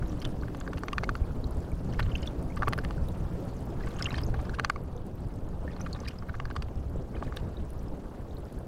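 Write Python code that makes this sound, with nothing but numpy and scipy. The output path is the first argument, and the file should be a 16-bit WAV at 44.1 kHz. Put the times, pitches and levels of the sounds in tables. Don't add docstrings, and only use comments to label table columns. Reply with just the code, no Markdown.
import sys
import numpy as np
from scipy import signal
from scipy.fft import rfft, irfft
from scipy.io import wavfile
from scipy.ndimage import uniform_filter1d

SR = 44100
rng = np.random.default_rng(int(sys.argv[2]) if len(sys.argv) > 2 else 0)


def unload_wav(signal):
    wavfile.write(
        sys.argv[1],
        SR,
        np.round(np.clip(np.atleast_2d(signal).T, -1, 1) * 32767).astype(np.int16),
    )


N = 382347


def gain_of(db):
    return 10 ** (np.asarray(db) / 20)


def evened(x):
    return x / np.sqrt(np.mean(x ** 2) + 1e-20)


def peaked(x, db):
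    return gain_of(db) * x / (abs(x).max() + 1e-12)


def read_colour(colour, hz):
    f, db = np.transpose(colour)
    return np.interp(np.log(hz + 1), np.log(f + 1), db)


def add(mix, s, sound):
    part = mix[max(round(s * SR), 0):][:len(sound)]
    part += sound[:len(part)]


def ring(hz, t60, soft_s):
    t60 = np.clip(t60, 0.003, 0.1)
    t = np.arange(round(t60 * SR)) / SR
    tone = np.sin(2 * np.pi * np.minimum(hz, 16000) * t)
    return tone * gain_of(-60 * t / t60) * (1 - np.exp(-t / soft_s))


def noise(colour, size, patchy_db, flicker_db):
    hop = size // 4
    frames, hz = N // hop + 5, np.fft.rfftfreq(size, 1 / SR)
    real, imag, patches = rng.standard_normal((frames, len(hz), 3)).T
    patches = uniform_filter1d(patches, size=9, axis=0)
    patches = evened(uniform_filter1d(patches, size=9, axis=1))
    flicker = evened(uniform_filter1d(rng.standard_normal(frames), size=3))
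    level_db = read_colour(colour, hz)[:, None] + patchy_db * patches + flicker_db * flicker
    spectra = (real + 1j * imag) * gain_of(level_db)
    return evened(signal.istft(spectra, nperseg=size, noverlap=size - hop)[1][:N])


def droplets(colour, per_s, spread_db, cycles):
    out = np.zeros(N)
    for hz, luck in zip(np.geomspace(800, 11000, num=36), rng.random(36)):
        chance = rng.random(N) * SR / per_s + 1e-9
        born = chance < 1
        strength = np.zeros(N)
        strength[born] = gain_of(spread_db * np.minimum(-np.log(chance[born]), 4))
        t = np.arange(round(cycles * (0.54 + luck) / hz * SR)) / SR
        life = t / t[-1]
        swell = np.sin(np.pi * np.sqrt(life)) ** 2
        blip = swell * np.sin(2 * np.pi * hz * t * (1 + 0.062 * life))
        out += signal.oaconvolve(strength, gain_of(read_colour(colour, hz)) * hz * blip)[:N]
    return evened(out)


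def tilted(x, tilt_db):
    octaves = np.log2(np.clip(np.fft.rfftfreq(len(x), 1 / SR), 500, 7000) / 1500)
    return irfft(rfft(x) * gain_of(tilt_db * octaves), len(x))


def shaped(x, envelope):
    return evened(x * envelope) * np.sqrt(np.mean(envelope ** 2))


def gusts():
    t = np.arange(N) / SR
    return evened(sum(np.sin(2 * np.pi * (f * t + rng.random())) for f in np.geomspace(5, 24, num=16)))


# (f/Hz, relative level/dB per Hz)
RUMBLE_COLOUR = [(7, -52), (12, 4.5), (28, 6), (40, -3), (62, 5.5), (90, -2), (125, -2), (160, -9.5),
                 (200, -23.5), (260, -47), (440, -120)]
# (t/s, level/dB)
RUMBLE_LEVEL = [(0.0, -33), (0.9, -40.5), (1.13, -33), (1.88, -35.5), (2.05, -30.5), (2.34, -38),
                (2.8, -32.5), (3.2, -30.5), (3.52, -38.5), (4.45, -30.5), (4.6, -38.5), (5.3, -37),
                (5.65, -35.5), (6.33, -39), (6.57, -34), (7.03, -36), (7.8, -36.5), (8.04, -39.5),
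                (8.67, -41.5)]
GUST_DB = 2.5


def rumble(swells):
    level_db = np.interp(np.arange(N) / SR, *np.transpose(RUMBLE_LEVEL)) + GUST_DB * swells
    return gain_of(level_db) * noise(RUMBLE_COLOUR, size=2048, patchy_db=1.0, flicker_db=2.0)


# (t/s, rush level/dB, hiss level/dB)
HIGH_LEVELS = [(0.0, -41.5, -62.5), (1.9, -40.5, -62.5), (3.16, -40, -61.5), (4.47, -39.5, -63),
               (4.7, -44, -67.5), (5.9, -42.5, -64.5), (6.3, -44.5, -66.5), (7.44, -42.5, -65),
               (8.67, -44, -65)]


def high_levels():
    s, *columns = np.transpose(HIGH_LEVELS)
    return [gain_of(np.interp(np.arange(N) / SR, s, db)) for db in columns]


# (f/Hz, relative level/dB per Hz)
RUSH_COLOUR = [(65, -40), (110, 1.5), (490, -8.5), (1290, -23.5), (2120, -41), (3000, -43.5), (3900, -53.5),
               (6600, -120)]


def rush(level, swells):
    return level * gain_of(0.34 * swells) * noise(RUSH_COLOUR, size=512, patchy_db=2.0, flicker_db=1.3)


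# (f/Hz, width/Hz, level/dB, middle of the fade-out t/s)
DRONE = [(60.8, 8.9, -46, 7.9), (120.5, 10.4, -45, 5.17), (176.4, 4.2, -48, 6.3), (260.3, 5.2, -55.5, 5.9),
         (298, 8.2, -46, 0.83)]


def drone(rush_level):
    t, out = np.arange(N) / SR, np.zeros(N)
    for hz, width, db, end in DRONE:
        r = np.exp(-np.pi * width / SR)
        resonance = [1, -2 * r * np.cos(2 * np.pi * hz / SR), r * r]
        hum = evened(signal.lfilter([1], resonance, rng.standard_normal(N)))
        out += gain_of(db) * hum / (1 + np.exp(np.clip((t - end) / 0.16, -30, 30)))
    return out * rush_level / rush_level.mean()


# (f/Hz, relative level/dB per Hz)
HISS_COLOUR = [(880, -22), (1500, -1), (2130, -7.5), (4160, -10.5), (4550, -9), (5080, -12), (14700, -21),
               (15900, -21), (16400, -38)]


def hiss(level):
    return level * noise(HISS_COLOUR, size=256, patchy_db=3.0, flicker_db=1.0)


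def background():
    swells = gusts()
    rush_level, hiss_level = high_levels()
    return rumble(swells) + rush(rush_level, swells) + drone(rush_level) + hiss(hiss_level)


# (t/s, level/dB before the layer gains)
CHURN = [
    [(0.0, -67), (0.09, -62), (0.224, -65), (0.54, -71), (0.958, -88), (1.22, -77)],
    [(1.85, -77), (1.986, -60), (2.12, -62), (2.278, -60), (2.4, -69)],
    [(2.5, -83), (3.0, -64.5)],
    [(3.7, -73), (3.868, -57.5), (4.02, -59), (4.112, -54), (4.334, -72), (4.584, -64), (4.72, -69),
     (4.8, -76)],
    [(5.6, -87), (5.708, -70), (5.904, -66), (6.198, -67.5), (6.444, -73), (6.72, -82)],
    [(7.05, -82), (7.174, -69), (7.306, -67), (7.5, -70)],
]
# (f/Hz, relative level/dB per Hz)
CHURN_COLOUR = [(470, -33), (800, 4), (1420, 3), (2350, -6), (2830, -6), (3660, -12), (5160, -13.5),
                (7280, -18.5), (15000, -37)]


def churn():
    t, level = np.arange(N) / SR, np.zeros(N)
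    for bout in CHURN:
        s, db = np.transpose(bout)
        level += gain_of(np.interp(t, s, db, -120, -120))
    fizz = noise(CHURN_COLOUR, size=256, patchy_db=7.5, flicker_db=5.5)
    crowd = droplets(CHURN_COLOUR, per_s=170.0, spread_db=3.2, cycles=9.9)
    crackle = droplets(CHURN_COLOUR, per_s=60.0, spread_db=5.0, cycles=3.1)
    return uniform_filter1d(level, size=600) * (0.73 * crowd + 1.32 * fizz + 0.69 * crackle)


def trapped_air(t, hz, attack, ring_s):
    before, after = np.minimum(t, 0), np.maximum(t, 0)
    low, high = 1 + 0.37 * (rng.random(2) - 0.5)
    phase = np.round(rng.random()) / 2 + 0.12 * rng.random()
    rounded = np.hypot(after, attack) - attack
    air = 0
    for ratio, share, mode_s in (1, 1, ring_s), (1.26 * high, 0.22, 0.24 * ring_s), (0.817 * low, 0.3, ring_s):
        turns = ratio * hz * (t + 0.086 * after ** 2 / ring_s) + phase
        envelope = np.exp(-(before / attack) ** 2) * gain_of(-45 * rounded / mode_s)
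        air = air + share * np.cos(2 * np.pi * turns) * envelope
    return air


# (f/Hz, nominal width/Hz that shortens the ring, relative level/dB)
CRACK_MODES = [(2040, 300, 5.5), (2510, 52, -3.5), (2780, 220, 8), (3750, 150, -10.5), (4440, 670, 5.5),
               (5800, 180, -6.5)]
CRACK_SCATTER, UNEVEN_DB = 0.1, 7


def surface_crack(tilt_db):
    crack = np.zeros(1200)
    for hz, width, mode_db in CRACK_MODES:
        bend = 1 + CRACK_SCATTER * (rng.random() - 0.5)
        lean_db = mode_db + tilt_db * np.log2(hz / 3000) + UNEVEN_DB * (rng.random() - 0.5)
        add(crack, 0, gain_of(lean_db) * ring(hz * bend, min(3.3 / width, 0.008), soft_s=0.00018))
    return crack


def dragged_sheet(t, wet, tilt_db):
    before, after = np.minimum(t, 0), np.maximum(t, 0)
    rise, fall = 1 + 0.37 * (rng.random(2) - 0.5)
    swell = np.exp(before / 0.0015 / rise ** 2 - after / 0.0019 / fall ** 2)
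    swell = swell + 0.019 * np.exp(before / 0.00097 - after / 0.0053)
    piece = wet[int(rng.random() * (N - len(t))):][:len(t)]
    return shaped(tilted(piece, 0.37 * tilt_db), swell)


# (t/s of the peak, air peak level/dB, air f/Hz, crack peak level/dB, attack/s,
# ring time/s, sheet level/dB, brightness/dB per octave); attack and ring time are clipped in slaps()
SLAPS = [(0.025, -39, 1420, -70, 0.0019, 0.022, -46, 1.0),
         (0.2517, -35, 1420, -30.5, 0.0005, 0.005, -53, 8), (0.4241, -40, 1100, -54, 0.0006, 0.01, -53, 14),
         (0.4352, -32.5, 1430, -54, 0.0008, 0.011, -43, -1),
         (0.4834, -43, 860, -52, 0.0006, 0.0045, -41, 0), (0.5485, -36, 1060, -42, 0.00087, 0.004, -40, -1),
         (0.6126, -36.5, 1450, -53, 0.00038, 0.0054, -40.5, -1),
         (0.666, -44, 1040, -57, 0.0014, 0.008, -45, -3),
         (0.678, -29.5, 1480, -51, 0.0007, 0.006, -37, 0.5),
         (0.7336, -30.5, 1410, -39.5, 0.0027, 0.004, -34.5, 9),
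         (0.774, -37, 1800, -40, 0.0005, 0.004, -50, 0), (0.7828, -35, 940, -38, 0.0004, 0.004, -47, 0),
         (0.8354, -22, 1220, -39, 0.00046, 0.0027, -36.5, 13),
         (0.8838, -25, 1340, -31, 0.0006, 0.004, -36, 8),
         (0.932, -24.5, 1120, -24.5, 0.00083, 0.016, -38, -1.5),
         (0.9825, -16, 1420, -24, 0.0005, 0.004, -31, 1.5),
         (1.036, -24.5, 820, -32, 0.00052, 0.0058, -30, 5), (1.042, -36, 1980, -31, 0.0011, 0.004, -58, 15),
         (1.0926, -15.5, 1390, -33.5, 0.001, 0.0029, -37, 6),
         (1.1541, -26.5, 1300, -35.5, 0.0021, 0.0045, -39, 8),
         (1.9958, -20.5, 1170, -36, 0.00023, 0.0028, -25.5, -3),
         (2.004, -36, 925, -28, 0.0017, 0.022, -30, -10), (2.5725, -33, 1180, -40, 0.0019, 0.019, -51, -2),
         (2.6233, -23, 1490, -42, 0.00087, 0.0033, -24, -19),
         (2.6324, -16.5, 1290, -38, 0.00071, 0.0062, -33, 7),
         (2.675, -24, 1120, -47, 0.002, 0.011, -34, -6),
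         (2.6819, -13.5, 1230, -34, 0.00017, 0.0031, -27.5, 3),
         (2.727, -34, 1380, -39, 0.0007, 0.009, -31, -3),
         (2.7338, -22.5, 1260, -35, 0.00042, 0.0043, -26, 3.5),
         (2.779, -33, 1450, -49, 0.0008, 0.012, -37, -9), (2.7886, -23, 1520, -36, 0.0014, 0.0057, -34, 5),
         (2.8394, -37, 1310, -69, 0.0006, 0.007, -41, -3),
         (2.849, -30, 840, -30.5, 0.0004, 0.0045, -35, -3),
         (2.909, -33.5, 1090, -36, 0.0014, 0.004, -33.5, -3), (2.963, -46, 900, -60, 0.0011, 0.007, -58, 4),
         (3.8731, -37, 1080, -39, 0.0004, 0.019, -45, -6),
         (4.0124, -28, 1400, -52, 0.00079, 0.006, -40, -14),
         (4.1429, -32, 1790, -39, 0.0004, 0.019, -39, 5), (4.1822, -31.5, 970, -33, 0.0005, 0.03, -51, 3),
         (4.343, -34, 1520, -55, 0.00063, 0.0049, -42, 5),
         (4.3924, -33, 850, -52, 0.0009, 0.004, -48, -0.5),
         (4.4366, -41, 835, -54, 0.0025, 0.032, -58, 0.5),
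         (4.4957, -33.5, 1530, -49, 0.0012, 0.005, -48, 23),
         (4.542, -34, 1540, -45, 0.00066, 0.02, -44, 1.5),
         (4.5975, -16.5, 1430, -28.5, 0.00035, 0.0051, -31, 5),
         (4.6408, -39, 856, -58, 0.0005, 0.004, -39, -0.5),
         (4.648, -14.5, 1390, -20, 0.00035, 0.0026, -30, 6.5),
         (4.7, -11.5, 1440, -25, 0.00046, 0.004, -29.5, 5),
         (4.761, -29, 1100, -47, 0.0016, 0.0045, -49, 13),
         (5.7655, -40.5, 1150, -53, 0.0005, 0.004, -45, 11),
         (5.8065, -38, 1340, -46, 0.00074, 0.005, -41, -6.0),
         (5.8638, -33, 1310, -51, 0.00099, 0.0073, -46, 0), (5.949, -40, 1060, -52, 0.0012, 0.01, -45, -3),
         (6.036, -38, 1080, -56, 0.0023, 0.008, -53, 7), (6.225, -40, 1250, -53, 0.0013, 0.008, -50, 0),
         (6.2884, -38, 1600, -59, 0.0006, 0.006, -50, -7),
         (6.2962, -31, 1410, -52, 0.00064, 0.007, -44, -12),
         (6.342, -34, 1190, -56, 0.00067, 0.006, -54, 7.0),
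         (6.3533, -36, 1520, -60, 0.0013, 0.004, -50, 25),
         (6.401, -27, 1080, -30.5, 0.0006, 0.0049, -37, -2),
         (6.455, -30.5, 1570, -44, 0.0014, 0.0083, -38.5, 8),
         (6.5033, -30, 990, -46, 0.00082, 0.0046, -40, -1), (6.5122, -34, 1520, -43, 0.0019, 0.011, -44, 4),
         (6.5551, -36, 1050, -49, 0.0008, 0.012, -53, 9),
         (6.5647, -22.5, 1200, -40, 0.00053, 0.0032, -31.5, 6),
         (6.6235, -35, 1630, -31.5, 0.0005, 0.0046, -33.5, 4),
         (6.6865, -42, 1000, -62, 0.001, 0.043, -51, -3),
         (7.168, -40, 1250, -54, 0.0005, 0.004, -45.5, -12),
         (7.2263, -24, 980, -58, 0.00051, 0.0027, -35, -13), (7.325, -35, 1300, -54, 0.0007, 0.005, -41, 1),
         (7.3717, -41, 1690, -34.5, 0.0005, 0.006, -46, 3)]
# (f/Hz, relative level/dB per Hz)
WET_COLOUR = [(350, -48), (600, -3.5), (1560, 2.5), (2810, -16.5), (3590, -16.5), (4530, -17), (5930, -32),
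              (8840, -34.5), (10200, -39.5), (13000, -46)]


def slaps():
    out, t = np.zeros(N), np.arange(-600, 1600) / SR
    wet = noise(WET_COLOUR, size=256, patchy_db=4.5, flicker_db=4.0)
    wet = wet + 0.44 * droplets(WET_COLOUR, per_s=40.0, spread_db=1.0, cycles=16.2)
    for s, air_db, hz, crack_db, attack, ring_s, sheet_db, tilt_db in SLAPS:
        attack, ring_s = np.clip(attack, 0.0002, 0.004), np.clip(ring_s, 0.003, 0.04)
        add(out, s + t[0], peaked(trapped_air(t, hz, attack, ring_s), air_db))
        add(out, s - 0.0005, peaked(surface_crack(tilt_db), crack_db))
        add(out, s + t[0], gain_of(sheet_db) * dragged_sheet(t, wet, tilt_db))
    return out


# (t/s of the peak, peak level/dB, f/Hz, length/s, shaped as at least 1.5 ms)
BUBBLES = [(.061, -53, 3970, .003), (.083, -51, 6400, 0.0014), (0.0968, -45.5, 5800, .0015),
           (0.195, -51, 4050, .002), (0.218, -40, 3000, .0015), (0.202, -50, 5910, .004),
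           (0.2185, -38, 4500, 0.0015), (0.224, -43, 5010, .0015), (0.226, -49, 3070, .0015),
           (0.247, -35, 3150, .0015), (0.252, -28, 3570, 0.0014), (0.262, -46, 2980, 0.0054),
           (.273, -49, 2980, .002), (0.4141, -50, 4340, 0.0029), (0.6026, -43, 6560, .0015),
           (0.885, -31.5, 2100, 0.0013), (0.977, -36, 990, 0.0026), (1.036, -27.5, 451, 0.0046),
           (1.042, -42, 6150, 0.0014), (1.241, -51, 2310, .003), (0.931, -35, 2950, 0.0014),
           (1.042, -33.5, 2180, 0.0034), (1.4432, -36.5, 3980, 0.0013), (1.72, -47, 2260, 0.0037),
           (1.927, -42, 2940, .0015), (1.9361, -46, 5560, .0015), (1.994, -33, 1830, 0.0037),
           (2.03, -40, 4120, 0.0025), (2.102, -61, 2200, .006), (2.118, -42, 3070, 0.003),
           (2.122, -42, 2850, 0.003), (2.154, -28.5, 2620, 0.0021), (2.156, -26.5, 3000, 0.002),
           (2.1605, -47, 3350, .0015), (2.1606, -40.5, 6360, .0015), (2.209, -49, 3020, .003),
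           (2.221, -49, 6700, .0015), (2.232, -46, 5140, .0015), (2.233, -38.5, 2940, 0.005),
           (2.26, -41, 2790, .0015), (2.272, -42, 5710, .0015), (2.276, -29.5, 3480, 0.0021),
           (2.504, -48, 2160, 0.0039), (2.579, -40, 1600, .003), (2.582, -45, 2050, .002),
           (2.664, -50, 2380, 0.0036), (2.668, -48, 2200, .003), (2.523, -46, 2300, 0.0028),
           (2.789, -41, 5000, 0.0017), (2.981, -39, 1470, 0.0027), (2.677, -28, 409.4, 0.0051),
           (3.087, -43.5, 3910, .0015), (3.832, -54, 5090, .003), (3.84, -41.5, 1920, 0.0066),
           (3.895, -50, 2680, .003), (3.827, -52, 4000, .003), (3.962, -48, 3000, .0015),
           (3.965, -50, 2500, .002), (4.01, -42, 2600, .002), (4.095, -42, 2100, .002),
           (4.145, -38, 1800, .003), (3.967, -44, 6260, .0019), (3.989, -39, 3030, .0015),
           (3.993, -46, 6700, .0015), (3.994, -49, 5430, .0015), (4.006, -34, 1480, 0.0033),
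           (4.0255, -26, 5260, 0.0019), (4.0264, -34, 2040, 0.0026), (4.03, -36, 3400, 0.002),
           (4.044, -41, 5090, .0015), (4.045, -43, 2780, .0015), (4.0453, -32, 6500, 0.0014),
           (4.0583, -26, 2900, 0.0027), (4.061, -22.5, 2750, 0.0021), (4.0655, -27, 3100, 0.0016),
           (4.089, -38, 2100, 0.0038), (4.107, -33, 1300, 0.0014), (4.1071, -38, 2070, .0015),
           (4.1085, -37, 3970, 0.0036), (4.1191, -33.5, 2610, 0.0013), (4.129, -44, 5160, 0.0022),
           (4.146, -39, 3000, .0015), (4.156, -36, 4160, 0.0017), (4.166, -47, 5260, .003),
           (4.167, -43, 2500, .002), (4.185, -37, 4700, .002), (4.188, -36, 3180, 0.0042),
           (4.216, -56, 4600, .002), (4.2365, -34.5, 5170, 0.0023), (4.266, -41.5, 6400, 0.0014),
           (4.276, -50, 6120, .0015), (4.345, -37, 772, 0.008), (4.39, -42, 700, .005),
           (4.431, -30.5, 520, 0.0042), (4.502, -54, 4050, .0015), (4.454, -49, 4900, .0015),
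           (4.5496, -46, 2620, .0025), (4.55, -49, 4100, .0015), (4.538, -40, 1600, .003),
           (4.588, -28, 1151, .003), (4.589, -45, 2990, .002), (4.605, -40, 429, 0.014),
           (4.701, -27, 1900, 0.0021), (4.762, -40, 2200, 0.0022), (4.97, -40, 491, 0.028),
           (4.978, -52.5, 3630, .0035), (5.68, -35, 1740, 0.003), (5.698, -45, 1900, 0.0029),
           (5.716, -52, 5000, .0015), (5.717, -50, 2400, .002), (5.736, -54, 3600, .003),
           (5.851, -52, 2800, .003), (5.765, -49, 1990, 0.0016), (5.766, -44, 4340, .0015),
           (5.8, -49, 5310, 0.0018), (5.815, -37.5, 6000, 0.0022), (5.9303, -44, 6820, 0.0017),
           (5.931, -31.5, 4340, .0015), (5.9347, -35, 4700, .0015), (5.868, -33, 1250, 0.0026),
           (5.95, -43, 3880, 0.0031), (6.0031, -47, 5100, .002), (6.004, -42, 6230, 0.002),
           (6.054, -46, 3880, .002), (6.064, -51, 3860, .002), (6.058, -42, 2790, .0015),
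           (6.066, -37, 1860, .002), (6.077, -42, 4870, .0032), (6.081, -34.5, 2440, 0.0038),
           (6.0854, -30.5, 5090, .0015), (6.091, -40, 2930, 0.0014), (6.11, -47, 2800, 0.0043),
           (6.188, -41, 4920, 0.0019), (6.967, -41, 272, .004), (6.96, -27, 445, 0.0028),
           (7.15, -44, 2080, .0015), (7.156, -47, 3030, .0021), (7.145, -47, 900, .003),
           (7.172, -43, 1290, .002), (7.236, -52, 3280, .002), (7.348, -55, 2000, .002),
           (7.17, -47, 2490, .003), (7.255, -52, 2550, .003), (7.273, -47, 2200, .0015),
           (7.28, -45, 1700, .002), (7.371, -34, 3640, 0.0015), (7.392, -49, 2810, .002),
           (7.405, -58, 2850, .002), (7.372, -35.5, 515, 0.019), (7.44, -44, 515, 0.02),
           (7.52, -45.5, 510, 0.022), (7.571, -45.5, 3680, 0.0028), (7.794, -52, 6120, 0.0022),
           (8.3101, -51, 3660, .0015), (8.37, -46.5, 4300, 0.0021)]
RISE = 0.0429


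def bubbles():
    out, t = np.zeros(N), np.arange(-1500, 2500) / SR
    for s, db, hz, length in BUBBLES:
        u = t / np.clip(length, 0.0015, 0.04)
        shape = gain_of(-np.where(u < 0, 20.0 * u ** 2, 13.3 * abs(u) ** 0.79))
        shake = evened(uniform_filter1d(rng.standard_normal(len(t)), size=40))
        bend = 1 + RISE * np.tanh(u) / 2 + 0.037 * shake
        add(out, s + t[0], gain_of(db) * shape * np.sin(2 * np.pi * np.cumsum(hz * bend) / SR))
        add(out, s - 0.46 * length, peaked(ring(1.74 * hz, 0.0012, soft_s=0.0001), db - 22.0))
    return out


# (t/s, peak level/dB, f/Hz)
TICKS = [(0.075, -48, 11400), (0.176, -49, 9900), (0.2024, -46, 9400), (0.219, -49, 13200),
         (0.2513, -45, 8900), (0.275, -48, 9800), (0.29, -50, 8500), (0.571, -49, 12000),
         (0.6025, -39.5, 7430), (0.7896, -46, 10600), (0.9303, -44, 8500), (1.1104, -50, 14800),
         (1.1648, -48, 11200), (1.509, -41, 10740), (1.5693, -49, 8690), (1.604, -47, 7300),
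         (1.717, -47, 8970), (1.997, -40, 11360), (1.9959, -42, 8450), (2.1735, -47, 9080),
         (2.2648, -49, 8700), (2.426, -47, 8830), (2.5606, -40, 8100), (2.6863, -34, 9800),
         (2.7797, -39, 10600), (2.843, -40, 8660), (3.0856, -42, 10900), (3.086, -43, 15000),
         (3.4516, -46, 9800), (3.6067, -47, 8130), (3.8611, -44, 8000), (3.9459, -46, 8550),
         (3.993, -44, 8900), (4.0225, -40, 7640), (4.0657, -41, 7900), (4.095, -48, 12800),
         (4.2153, -43, 13200), (4.247, -48, 12000), (4.4149, -47, 8140), (4.647, -44, 10100),
         (4.6972, -33.5, 7280), (5.2046, -51, 8200), (5.8072, -46, 9900), (5.9284, -44, 8200),
         (6.0841, -49, 13600), (6.8977, -48, 11500), (7.3632, -42, 13300), (7.651, -50, 8000),
         (7.7039, -45, 9600), (7.7328, -47, 11000), (8.3843, -49, 11100), (8.5255, -47, 9960),
         (8.5884, -47, 9890)]
TICK_T60_S, FAINT_TICK_DB, FAINT_SPREAD_DB = 0.01, -64.5, 17.5


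def ticks():
    out = np.zeros(N)
    faint = rng.random((120, 3)) * [N / SR, FAINT_SPREAD_DB, 9000] + [0, FAINT_TICK_DB, 5000]
    for s, db, hz in [*TICKS, *faint]:
        tone = ring(hz, TICK_T60_S, soft_s=0.00026)
        ragged = uniform_filter1d(rng.standard_normal(4410), size=6)[:len(tone)]
        add(out, s, peaked(tone * (1 + 2.2 * ragged), db))
    return out


# (t/s, peak level/dB, middle f/Hz)
ONSET_CLICKS = [(0.218, -38, 3500), (0.602, -45, 7000), (0.885, -31, 3020), (0.982, -21.5, 2390),
                (1.936, -42, 4500), (1.946, -39, 2300), (1.989, -35, 1900), (2.029, -33, 3600),
                (2.095, -44, 2800), (2.114, -48, 3500), (2.221, -44, 6500), (2.231, -42, 3800),
                (2.259, -44, 2800), (2.274, -42, 4200), (2.6235, -33, 2600), (2.681, -23, 2200),
                (2.733, -36, 2600), (3.988, -46, 2800), (4.0245, -25, 5060), (4.044, -36, 3500),
                (4.057, -36, 4000), (4.086, -44, 2200), (4.107, -36, 2600), (4.129, -40, 4500),
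                (4.144, -30, 2600), (4.156, -44, 3800), (4.178, -36, 4200), (4.188, -35, 2500),
                (4.206, -42, 2500), (4.216, -48, 4000), (4.649, -30, 2600), (4.6991, -20, 2180),
                (5.764, -49, 3200), (5.864, -39, 2200), (5.929, -40, 5500), (6.003, -42, 5800),
                (6.047, -46, 3000), (6.057, -46, 2300), (6.081, -45, 3200), (6.086, -40, 6000),
                (6.106, -46, 3300), (6.119, -50, 5000), (7.2252, -36, 1900), (7.268, -43, 3000),
                (7.341, -48, 4200), (7.371, -30, 3600)]
CLICK_CYCLES = 1


def onset_clicks():
    out = np.zeros(N)
    t = np.arange(-100, 200) / SR
    for s, db, hz in ONSET_CLICKS:
        turns = t * hz
        decay = np.exp(-abs(turns) / np.where(turns < 0, 0.3, CLICK_CYCLES))
        click = np.sin(2 * np.pi * (turns + rng.random())) * decay
        delay = 0.00048 + 0.0019 * rng.random()
        add(out, s + t[0], peaked(click, db))
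        add(out, s + t[0] + delay, peaked(click, db - 9.0))
    return out


# (t/s of the middle, level/dB, tilt/dB per octave)
SLOSHES = [(0.225, -47, 7), (0.255, -45.5, 4), (0.779, -49, 5), (0.926, -49.5, -6), (1.032, -51, 0),
           (1.939, -52, 6), (2.031, -48, 5), (2.103, -48, 0.5), (2.231, -49, 6), (2.267, -54, 12),
           (2.574, -42.5, 3), (3.807, -45, -1.5), (3.877, -49, 0), (3.909, -53, 8.5), (3.966, -52, -7),
           (3.998, -43, 2), (4.03, -53, 11), (4.05, -50, -2), (4.072, -52, 2), (4.095, -62, -4),
           (4.115, -52, 0), (4.163, -48, 5), (4.13, -46, -10), (4.182, -43, 4.5), (4.209, -52, 7),
           (4.348, -44, -3), (4.4, -47, -1.5), (4.453, -49, 1), (4.494, -49, -3), (4.547, -49, 7.5),
           (4.591, -39, 1), (5.732, -57, 3), (5.72, -54, 0), (5.808, -53, 0), (5.838, -58, 0),
           (5.869, -48, 5), (5.91, -58, 4.5), (6.135, -57, -8), (6.16, -60, 2), (5.963, -49.5, 3),
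           (6.054, -51, 4), (6.084, -44.5, 9), (6.114, -54, 5), (6.231, -49, -9), (6.296, -46, -1),
           (6.349, -43, -6), (7.143, -56, 0), (7.165, -52, -2), (7.25, -57, 7), (7.179, -58, 5.5),
           (7.235, -60, 13), (7.27, -55.5, 4), (7.2, -58, 2), (7.29, -59, 2), (7.346, -53, -3),
           (7.387, -57, 2), (7.37, -47, 8), (7.401, -59, 9)]
SLOSH_S = 0.0096


def sloshes():
    out, t = np.zeros(N), np.linspace(-1, 1, num=4096) * 2048 / SR
    spray = noise(WET_COLOUR, size=256, patchy_db=4.5, flicker_db=1.0)
    spray = spray + 1.7 * droplets(WET_COLOUR, per_s=100.0, spread_db=3.0, cycles=11.7)
    burst = np.exp(-2 * (t / SLOSH_S) ** 2)
    for s, db, tilt_db in SLOSHES:
        piece = spray[int(rng.random() * (N - len(t))):][:len(t)]
        add(out, s + t[0], gain_of(db) * shaped(tilted(piece, tilt_db), burst))
    return out


def garden_tail(x):
    t = np.arange(4000) / SR
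    tail = rng.standard_normal(len(t)) * gain_of(-60 * t / 0.017) * (t > 0.002)
    return x + gain_of(-11.0) * signal.oaconvolve(x, tail / np.linalg.norm(tail))[:N]


def scene():
    pool = churn() + slaps() + bubbles() + ticks() + onset_clicks() + sloshes()
    return (garden_tail(pool) + background())[None]


EDGE_HZ = 15900


def record(dry):
    low_pass = signal.firwin(511, EDGE_HZ, window=("kaiser", 9), fs=SR)
    return signal.oaconvolve(dry, low_pass[None], "same")


dry = scene()
out = record(dry)
unload_wav(out)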